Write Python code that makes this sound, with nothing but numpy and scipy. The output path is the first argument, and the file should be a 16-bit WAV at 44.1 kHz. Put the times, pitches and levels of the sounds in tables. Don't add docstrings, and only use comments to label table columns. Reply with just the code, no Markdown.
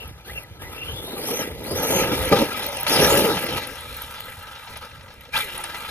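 import sys
import numpy as np
from scipy import signal
from scipy.io import wavfile
from scipy.ndimage import uniform_filter1d

SR = 44100
rng = np.random.default_rng(int(sys.argv[2]) if len(sys.argv) > 2 else 0)


def wav_record(signal):
    frames = np.transpose(np.atleast_2d(signal))
    bounded = np.clip(frames, -1, 1)
    quanta = np.round(bounded * 32767).astype(np.int16)
    wavfile.write(sys.argv[1], SR, quanta)


def attenuation_scalar(level_db):
    decades = np.asarray(level_db, float) / 20
    return 10 ** decades


N = 260190

# t/s, gear mesh f/Hz, whine level/dB
THROTTLE_BURSTS = [
    [(0.0, 2840, -34.5), (0.082, 2540, -61), (0.09, 2530, -62)],
    [(0.245, 1320, -49), (0.275, 1620, -51), (0.3, 1850, -37), (0.344, 2665, -55), (0.38, 2720, -29),
     (0.418, 2380, -62), (0.455, 1810, -40)],
    [(0.585, 1473, -52), (0.62, 1790, -46.5), (0.67, 2040, -43), (0.71, 2150, -58), (0.74, 2500, -48),
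     (0.78, 2700, -41), (0.83, 2760, -38), (0.86, 2880, -43), (0.92, 3120, -36), (0.95, 3400, -45),
     (1.03, 3500, -40), (1.08, 3750, -43), (1.16, 3950, -46), (1.19, 4200, -52), (1.215, 4700, -44),
     (1.255, 5200, -47), (1.27, 5850, -38), (1.33, 5780, -39), (1.372, 6220, -32), (1.41, 5800, -35),
     (1.43, 5250, -41), (1.46, 5200, -44)],
    [(1.63, 3830, -56), (1.67, 4200, -42), (1.7, 4900, -44), (1.74, 4950, -41), (1.78, 5950, -37),
     (1.83, 5800, -37), (1.86, 6250, -35), (1.9, 6250, -41), (1.96, 6300, -34), (2.02, 6350, -35),
     (2.045, 6050, -39)],
    [(2.87, 4400, -40), (2.895, 4520, -29), (2.91, 4600, -36), (2.92, 5450, -27), (2.945, 5130, -25),
     (3.0, 5080, -30), (3.025, 5640, -30), (3.07, 5700, -31), (3.088, 6300, -41), (3.105, 7000, -31),
     (3.14, 7300, -36), (3.22, 6830, -55)],
    [(5.33, 740, -45), (5.355, 880, -33), (5.368, 1280, -29), (5.39, 1750, -30), (5.402, 2400, -33),
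     (5.42, 2230, -33), (5.43, 2430, -32), (5.44, 2430, -42)],
]
# f/Hz, level/dB
GRIND_COLOUR = [(400, -20.5), (750, 8), (1100, -2), (1320, 4), (1600, 0), (2400, 1), (3300, 0.5),
                (4250, -2.5), (4500, -6), (5500, -6), (6000, -8.5), (7500, -22.5), (10000, -33.5)]
# t/s, share/0-1
PAN = [
    (1.1, .04),
    (1.3, .2),
    (2.1, .3),
    (2.3, .55),
    (3.4, .55),
    (3.75, .95),
    (5.3, .95),
    (5.4, .9),
]


def evened(x):
    return x / np.sqrt(np.mean(x ** 2) + 1e-20)


def read(points, hz):
    f, value = np.transpose(points)
    return np.interp(np.log(hz + 1), np.log(f + 1), value)


def add(mix, s, sound):
    part = mix[:, max(round(s * SR), 0):][:, :sound.shape[1]]
    part += sound[:, :part.shape[1]]


def colour(x, points):
    log_gain = np.log(attenuation_scalar(read(points, abs(np.fft.fftfreq(4096, 1 / SR)))))
    taps = np.fft.ifft(np.exp(np.conj(signal.hilbert(log_gain)))).real[:2048]
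    return evened(signal.oaconvolve(x, taps[None], axes=1)[:, :x.shape[1]])


def resonate(x, hz, width_hz, steady=0):
    turn = np.exp(2j * np.pi * np.cumsum(hz) / SR)
    r = np.exp(-np.pi * width_hz / SR)
    slow = signal.lfilter([1], np.convolve([1, -r], [1, -r]), x / turn)
    return evened((turn * slow / (abs(slow) + 1e-9) ** steady).real)


def lumps(per_s):
    size = max(int(SR / per_s), 2)
    return evened(uniform_filter1d(uniform_filter1d(rng.standard_normal(N), size), size))


def grains(per_s, spread_db, wash):
    chance = rng.random(N)
    size = np.minimum(rng.exponential(1, N), 4)
    knocks = uniform_filter1d((chance < per_s / SR) * attenuation_scalar(spread_db * size), 24)
    return (evened(knocks) + wash) * rng.standard_normal((2, N))


def patchy(x, depth_db):
    z = signal.stft(x, nperseg=512)[2]
    field = uniform_filter1d(rng.standard_normal(z.shape[1:]), size=7, axis=0)
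    field = uniform_filter1d(field, size=10, axis=1)
    return evened(signal.istft(z * attenuation_scalar(depth_db * evened(field)), nperseg=512)[1][:, :N])


def hiss():
    # f/Hz, level/dB
    hiss_colour = [(4000, -30), (6000, -3), (7500, 0), (9200, 0), (11000, -30)]
    return attenuation_scalar(-68.5) * colour(rng.standard_normal((2, N)), hiss_colour)


def wind():
    # t/s, peak level/dB
    gusts = [(0.06, -35.5), (0.361, -32.5), (0.52, -36), (0.67, -33), (0.919, -32.5), (1.589, -31.5),
             (1.77, -31), (2.02, -31), (2.2, -28), (2.3, -36), (2.6, -51), (3.0, -32), (3.16, -31),
             (3.35, -35), (3.55, -34), (4.4, -46), (4.6, -51), (5.7, -44.5)]
    # f/Hz, level/dB
    gust_colour = [(20, -58), (36, -23), (55, -5), (90, -7), (160, -18), (300, -47)]
    breeze_db, late_db = -44, -48
    rise_db_per_s, fall_db_per_s = 108, 103
    t = np.arange(N) / SR
    level_db = np.interp(t, (3.4, 4.0), (breeze_db, late_db))
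    for s, db in gusts:
        away_db = np.maximum(rise_db_per_s * (s - t), fall_db_per_s * (t - s))
        level_db = np.maximum(level_db, db - away_db)
    level_db = level_db + 3.1 * lumps(per_s=17.5) - 2.5
    return attenuation_scalar(level_db) * colour(rng.standard_normal((2, N)), gust_colour)


def stray_ticks(count=24):
    settle = (3.5, 5.3, -30)
    start, end, db = settle
    when, size, pitch = rng.random((count, 3)).T
    peak_db = db - 16 * when + 8 * (size - .5)
    return np.transpose([start + (end - start) * when, peak_db, 8800 + 5600 * pitch])


def tick(s, db, hz):
    t = np.arange(900) / SR
    noise = rng.standard_normal((2, 2, len(t)))
    ping = resonate(noise[0], hz + 0 * t, 1100)
    crack = attenuation_scalar(-13) * colour(noise[1], GRIND_COLOUR)
    return s - .003, attenuation_scalar(db - 8) * (ping + crack) * np.exp(-((t - .005) / .003) ** 2)


def snap(s, db):
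    t = np.arange(800) / SR
    burst = colour(rng.standard_normal((2, len(t))), GRIND_COLOUR)
    return s - .001, attenuation_scalar(db - 12.0 - 60 * t / 0.052) * burst * (1 - np.exp(-t / 0.001))


def crunch(s, db):
    t = np.arange(2000) / SR
    burst = colour(rng.standard_normal((2, len(t))), GRIND_COLOUR)
    return s - .001, attenuation_scalar(db - 17.0 - 60 * t / 0.14) * burst * (1 - np.exp(-t / 0.0012))


def blow(s, db, hz, bright_db):
    t = np.arange(4000) / SR
    ring = np.sin(2 * np.pi * hz * t)
    ring = ring + 0.6 * np.sin(2 * np.pi * 1.8 * hz * t) + 0.42 * np.sin(2 * np.pi * 2.7 * hz * t)
    rattle = colour(rng.standard_normal((2, len(t))), GRIND_COLOUR) * attenuation_scalar(bright_db - 5 - 60 * t / 0.07)
    onset = 1 - np.exp(-t / 0.0021)
    return s - .002, attenuation_scalar(db - 3.5) * onset * (ring * attenuation_scalar(-60 * t / 0.095) + rattle)


def throttle():
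    rises = [0.0067, 0.023, 0.027, 0.15, 0.0087, 0.021]
    fall_s = 0.1
    t = np.arange(N) / SR
    gas = 0
    for rows, rise_s in zip(THROTTLE_BURSTS, rises):
        start, end = rows[0][0], rows[-1][0]
        gas = gas + np.clip(np.minimum((t - start) / rise_s, (end - t) / fall_s + .5), 0, 1)
    return gas


def efforts():
    # t/s, grind level/dB, weight on the soil as rumble over grind/dB
    run = [(0.5, -51, -2.5), (1.13, -48, 2.5), (1.31, -39, 3), (1.45, -41.5, -1.5), (1.62, -42, 6.5),
           (1.8, -37.5, 1.5), (2.0, -32, 1), (2.219, -29, -1.5), (2.5, -31, -3.5), (2.85, -33.5, -12.5),
           (3.05, -34, 4), (3.272, -25.5, 1.5), (3.43, -32, -2), (3.72, -38, -5.5), (4.65, -44, -10),
           (5.31, -52.5, 1), (5.37, -40.5, -7), (5.85, -35, -10.5)]
    # start t/s, length/s, grind level/dB, rumble over grind/dB
    skids = [(0.272, 0.031, -42, -7), (1.388, 0.032, -47.5, 19), (1.937, 0.031, -33.5, 12),
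             (1.99, 0.045, -26, -17), (2.042, 0.1, -30.5, 6), (2.32, 0.01, -20, 9),
             (2.352, 0.043, -22.5, 2), (2.403, 0.02, -24.5, 9.5), (2.644, 0.066, -41.5, -28),
             (2.89, 0.19, -22, -4), (2.983, 0.074, -21.5, 3.5), (3.095, 0.078, -24.5, -19),
             (3.282, 0.022, -34.5, 9.5), (3.483, 0.081, -32, 0.5), (3.563, 0.046, -32.5, -11),
             (4.034, 0.018, -48, -17), (4.683, 0.097, -43, -6), (4.817, 0.036, -41, -2),
             (5.333, 0.081, -29, -37), (5.476, 0.11, -35, -18)]
    skid_rise_s, skid_fade_db_per_s, skid_grit_db = 0.021, 466, -12
    t = np.arange(N) / SR
    s, near_db, run_weight_db = np.transpose(run)
    gas = throttle()
    weight_db = np.interp(t, s, run_weight_db)
    grind_db = np.interp(t, s, near_db) + 7.5 * gas
    spray_db = -8.5 + 3 * gas + 0.21 * weight_db
    quiet_db = 0.6 * np.minimum(grind_db + 40.5, 0)
    grit_db = grind_db + spray_db + quiet_db
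    power = attenuation_scalar(2 * np.array([grind_db + weight_db, grind_db, grit_db]))
    for start, length, db, rumble_db in skids:
        fade_db = skid_fade_db_per_s * np.clip(t - start - length, 0, 1)
        shape = np.clip((t - start) / skid_rise_s + .5, 0, 1) * attenuation_scalar(db - fade_db)
        power = power + (attenuation_scalar(np.array([[rumble_db], [0], [skid_grit_db]])) * shape) ** 2
    return 10 * np.log10(power)


def truck():
    # f/Hz, level/dB
    rumble_colour = [(60, -12.5), (130, -7.5), (250, -4), (360, 4.5), (480, 0.5), (650, -9), (900, -18.5),
                     (1500, -40)]
    # f/Hz, level/dB
    resting_colour = [(60, 11.5), (130, -3), (300, 1), (520, 4.5), (700, -7), (1500, -31)]
    # f/Hz, level/dB
    coasting_colour = [(500, -17), (1350, -3), (1800, -6), (4300, -6.5), (4600, -9.5), (7000, -11.5)]
    # f/Hz, level/dB
    grit_colour = [(4000, -32), (6000, -11), (8500, 4.5), (10500, 0), (12000, -3), (14000, 3), (15600, 2),
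                   (15900, -9), (16000, -36)]
    rumble_db, grind_db, grit_db = efforts()
    bumps, jolts, clods = lumps(per_s=52), lumps(per_s=220), lumps(per_s=45)
    still = np.interp(np.arange(N) / SR, (3.6, 3.8), (0, np.pi / 2))
    rolling, resting = np.cos(still), np.sin(still)

    thumps = grains(300, 2.7, 2.1)
    shell = rolling * colour(thumps, rumble_colour) + resting * colour(thumps[::-1], resting_colour)
    rumble = attenuation_scalar(rumble_db + 1.3 * clods + 1.1 * jolts + 1.0) * shell

    gears = colour(grains(900, 0.85, 3.7), GRIND_COLOUR)
    gears = rolling * gears + resting * colour(gears[::-1], coasting_colour)
    grind = attenuation_scalar(grind_db + 0.7 * bumps + 1.16 * jolts + 0.8) * patchy(gears, depth_db=2.5)

    shake_db = 1.3 * bumps + 1.2 * lumps(per_s=25) + 1.5 * jolts
    grit = attenuation_scalar(grit_db + shake_db + 5) * colour(grains(450, 3.0, 3.0), grit_colour)
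    return rumble + grind + grit


def shaft(rows):
    s, *columns = np.transpose(rows)
    t = np.arange(s[0], s[-1], 1 / SR)
    hz, db = (np.interp(t, s, c) for c in columns)
    hum = resonate(rng.standard_normal((2, len(t))), hz, hz.mean() ** 3 / 4.5e6, steady=.7)
    return s[0], attenuation_scalar(db - 1) * hum * signal.windows.tukey(len(t), .1)


def motor(rows):
    pinion_teeth, steady = 12, .7
    case_step_hz, lock, lock_top_hz = 364, 0.9, 4400
    s, *columns = np.transpose(rows)
    t = np.arange(s[0], s[-1], 1 / SR)
    hz, whine_db = (np.interp(t, s, c) for c in columns)
    over_db = -18 + 13 * abs(np.log2(hz / 2700))
    hz = hz * (1 + hz / 6000 * .011 * lumps(per_s=50)[:len(t)])

    cling = lock * np.clip((lock_top_hz - hz) / case_step_hz, 0, 1)
    held = hz + cling * case_step_hz / (2 * np.pi) * np.sin(2 * np.pi * hz / case_step_hz)
    case = np.r_[1, np.zeros(round(SR / case_step_hz) - 1), 0.6]
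    noise = rng.standard_normal((3, 2, len(t)))
    rings = signal.lfilter([1], case, resonate(noise[0, ::-1], hz, .16 * hz.mean()))

    wobble = 1 + 0.6 * np.cos(2 * np.pi * np.cumsum(hz / pinion_teeth) / SR)
    whistle = 1.15 * resonate(noise[0], held, .03 * hz.mean(), steady)
    mesh = (whistle + .8 * (hz / 5000) * evened(rings)) * wobble

    second = attenuation_scalar(-5) * resonate(noise[1], 2 * hz, .12 * hz.mean(), steady)
    third = attenuation_scalar(2) * resonate(noise[2], np.minimum(3 * hz, 2e4), .15 * hz.mean(), steady)

    patches_db = -2 + 4 * lumps(per_s=60)[:len(t)]
    octave = resonate(noise[2], 2 * hz, 0.2 * hz.mean())
    high = attenuation_scalar(patches_db) * signal.lfilter(*signal.butter(4, 9500, 'high', fs=SR), octave)

    over = .8 * signal.lfilter([1], case, second + third)
    over = signal.sosfilt(signal.butter(8, 4000, fs=SR, output='sos'), over)
    broken_db = whine_db - 1 + (1.2 + hz / 4000) * lumps(per_s=55)[:len(t)]
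    whine = mesh + attenuation_scalar(np.minimum(over_db, 3) + 7.0) * over + high
    return s[0], attenuation_scalar(broken_db) * whine * signal.windows.tukey(len(t), .06)


def scene():
    # t/s, turns a second f/Hz, hum level/dB
    shaft_runs = [
        [(1.75, 480, -41), (1.9, 520, -32.5), (2.0, 560, -36), (2.15, 486, -43), (2.3, 520, -25.5)],
        [(2.45, 390, -33), (2.58, 570, -60), (2.68, 580, -33.5), (2.75, 560, -41), (2.82, 470, -45)],
        [(2.9, 470, -25.5), (3.0, 520, -28.5), (3.15, 564, -25.5), (3.24, 554, -32), (3.28, 460, -18.5),
         (3.31, 334, -14), (3.35, 204, -35.5), (3.4, 150, -34)],
        [(5.42, 460, -37), (5.5, 350, -45), (5.6, 376, -41), (5.7, 334, -48), (5.8, 360, -48)],
    ]
    # t/s, peak level/dB, ring f/Hz, rattle brightness/dB; the rows near 1.3 kHz
    blows = [(0.897, -28, 417, -17), (1.077, -24, 381, -12), (1.131, -24.5, 250, -3),
             (1.166, -21, 440, -24), (1.193, -26, 416, -15), (1.242, -26, 335, -2), (1.289, -15, 409, -18),
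             (1.391, -19.5, 308, -9), (1.722, -18.5, 389, -16), (1.848, -18, 449, 1), (2.137, -35, 500, 22),
             (2.284, -26, 480, -14), (2.324, -0.5, 447.6, -36), (2.515, -22.5, 1352, -11),
             (2.546, -22, 1267, -16), (2.696, -38, 1400, -11), (2.865, -27.5, 1244, 0),
             (2.921, -11, 491.5, -6), (3.158, -31, 547, -17), (3.241, -12, 480, -15),
             (3.438, -31, 522, -13), (5.349, -37, 940, 19)]
    # t/s, peak level/dB, f/Hz
    ticks = [(0.0777, -31.5, 11300), (0.277, -32, 12900), (0.4334, -30.5, 11500), (0.922, -32.5, 11900),
             (1.0692, -29, 10900), (1.6407, -27.5, 11400), (1.7157, -19.5, 10400), (2.222, -24, 11500),
             (2.253, -18, 10400), (2.291, -18, 11900), (2.53, -25, 14500), (2.5745, -21, 14400),
             (2.596, -19, 14500), (2.63, -21, 9550), (2.665, -15, 14000), (2.6893, -23, 10300),
             (2.745, -19, 14500), (2.769, -16, 9000), (2.8, -15, 14500), (2.809, -18.5, 10800),
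             (2.831, -12, 14800), (2.8684, -18, 10400), (3.205, -9, 14600), (3.3954, -22, 11300),
             (3.4415, -9, 15300), (3.469, -28, 10900), (3.5718, -24.5, 11600), (3.671, -21.5, 11000),
             (3.807, -27, 10600), (3.9679, -21, 14600), (4.019, -18.5, 11840), (4.204, -21, 14500),
             (4.2557, -27.5, 13400), (4.772, -28, 11300), (5.208, -38, 11800), (5.577, -19, 10100),
             (5.6385, -15, 9330)]
    # t/s, peak level/dB
    crunches = [(3.291, -16), (3.368, -5), (3.534, -26), (3.566, -25), (3.636, -12), (3.767, -18.5),
                (3.861, -38), (4.019, -21), (4.14, -17.5), (4.29, -37), (4.47, -21), (4.511, -22.5),
                (4.551, -20), (4.673, -17.5), (4.723, -22.5), (4.758, -16), (4.816, -25), (4.858, -28),
                (5.08, -28.5), (5.104, -24.5), (5.207, -37), (5.251, -26), (5.638, -11), (5.693, -17),
                (5.744, -13), (5.842, -35)]
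    # t/s, peak level/dB
    crackle = [(3.7713, -28), (3.8207, -28), (3.8651, -31), (3.906, -32), (3.9923, -33), (4.0756, -27),
               (4.1818, -20), (4.2921, -35), (4.5111, -32), (4.5675, -29), (4.6029, -37), (4.6722, -38),
               (4.7171, -32), (4.7595, -31), (4.8159, -34), (4.8239, -25), (4.9137, -27), (5.0095, -26),
               (5.0808, -30), (5.2075, -30), (5.228, -44), (5.2524, -43), (5.2898, -31), (2.3245, -2),
               (2.866, -2)]
    field = truck()
    for rows in THROTTLE_BURSTS:
        add(field, *motor(rows))
    for rows in shaft_runs:
        add(field, *shaft(rows))
    strikes = ((blow, blows), (tick, ticks), (tick, stray_ticks()), (crunch, crunches), (snap, crackle))
    for source, events in strikes:
        for row in events:
            add(field, *source(*row))
    return field + wind()


def housing(x):
    echo_ms, echo_db, echo_turned_db = 2.75, -7.5, -4.5
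    dull = signal.lfilter(*signal.butter(1, 6000, fs=SR), x)
    late = np.roll(dull, round(echo_ms * SR / 1000) - 1, axis=1)
    turn = np.interp(np.arange(N) / SR, *np.transpose(PAN))
    combed = x - attenuation_scalar(echo_db + turn * (echo_turned_db - echo_db)) * late
    return signal.oaconvolve(combed, signal.firwin(255, 16050, fs=SR)[None], "same")


def ports(x):
    # f/Hz, phase/rad
    lead_before = [(0, 0), (1000, .5), (2200, 1.4), (3300, 3.0), (3900, 3.2), (4500, 3.9), (5000, 3.3),
                   (5300, 3.9), (6000, 3.3), (7000, 3.14), (9100, 3.14), (10000, 1.7), (11000, .1),
                   (12800, -.1), (14000, -1.9), (14700, -3.14)]
    # f/Hz, phase/rad
    lead_after = [(0, 0), (1000, .3), (2200, .7), (3500, 2.0), (5000, 1.4), (6200, 0), (7200, .3),
                  (7900, 3.14), (8500, 3.14), (9600, 1.4), (11000, .1), (12600, -.05), (14000, -1.9),
                  (15000, -3.14)]
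    # f/Hz, exponent/1
    lateness = [(6800, 1), (7500, 2.5), (9000, 2.5), (10000, 1)]
    # f/Hz, share/0-1
    likeness = [(50, .84), (300, .995), (700, .93), (1000, .86), (2500, .82), (3600, .76), (5000, .74),
                (5800, .77), (6400, .85), (7300, .95), (8300, .96), (9200, .88), (10000, .85), (11000, .96),
                (12800, .96), (13800, .8), (14800, .96)]
    # f/Hz, share/0-1
    blur = [(2000, 0), (4000, .15), (5600, .2), (6500, .02), (7300, .2), (8200, .2), (9500, .2), (10800, 0)]
    # f/Hz, level/dB
    tilt = [(300, -.7), (1500, 1), (3000, 1), (3800, 2), (4800, 4), (6300, 0), (9200, 0), (9800, -2.5),
            (11000, 0)]
    hz, t, (a, b) = signal.stft(x, SR, nperseg=512)
    turn = np.clip(np.interp(t, *np.transpose(PAN)), 0, 1)
    turn = turn ** read(lateness, hz)[:, None]
    lead = read(lead_before, hz)[:, None] * (1 - turn) + read(lead_after, hz)[:, None] * turn
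    like = read(likeness, hz)[:, None] - read(blur, hz)[:, None] * turn
    common = np.sqrt((1 + like) / 2) * a
    apart = np.sqrt((1 - like) / 2) * b
    port = np.exp(.5j * lead) * attenuation_scalar(read(tilt, hz) / 2)[:, None]
    pair = np.array([(common + apart) * port, (common - apart) / port])
    return signal.istft(pair, SR, nperseg=512)[1][:, :N]


def thin_stereo(x):
    under_limit_db, from_hz, ragged_db, jump_db, band = 9, 3300, 2.2, 8.5, 9
    window = ("kaiser", 12)
    sums = np.array([x[0] + x[1], x[0] - x[1]]) / 2
    hz, t, z = signal.stft(sums, SR, window, nperseg=1024, noverlap=768)
    edges = np.arange(0, len(hz), band)
    power = uniform_filter1d(np.add.reduceat(abs(z) ** 2, edges, axis=1), size=7, axis=2)
    under_db = 10 * np.log10(power[::-1] / power)
    waver = evened(uniform_filter1d(rng.standard_normal(under_db.shape), size=12, axis=2))
    keep = (under_db < under_limit_db + ragged_db * waver) | (hz[edges, None] < from_hz)
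    treble_db = 10 * np.log10((abs(z[:, hz > 8000]) ** 2).sum(axis=(0, 1)) + 1e-5)
    jumps = treble_db - np.roll(treble_db, 3) > jump_db
    keep = keep | (uniform_filter1d(jumps * 1., size=3) > 0)
    z = z * np.repeat(keep, band, axis=1)[:, :len(hz)]
    mid, side = signal.istft(z, SR, window, nperseg=1024, noverlap=768)[1][:, :N]
    return np.array([mid + side, mid - side])


def top_cut(x):
    return signal.sosfilt(signal.butter(12, 15950, fs=SR, output="sos"), x)


def record(dry):
    heard = ports(housing(dry)) + hiss()
    overloaded = 1.418 * np.tanh(heard / 1.59)
    mix = thin_stereo(overloaded)
    return top_cut(mix)


dry = scene()
out = record(dry)
wav_record(out)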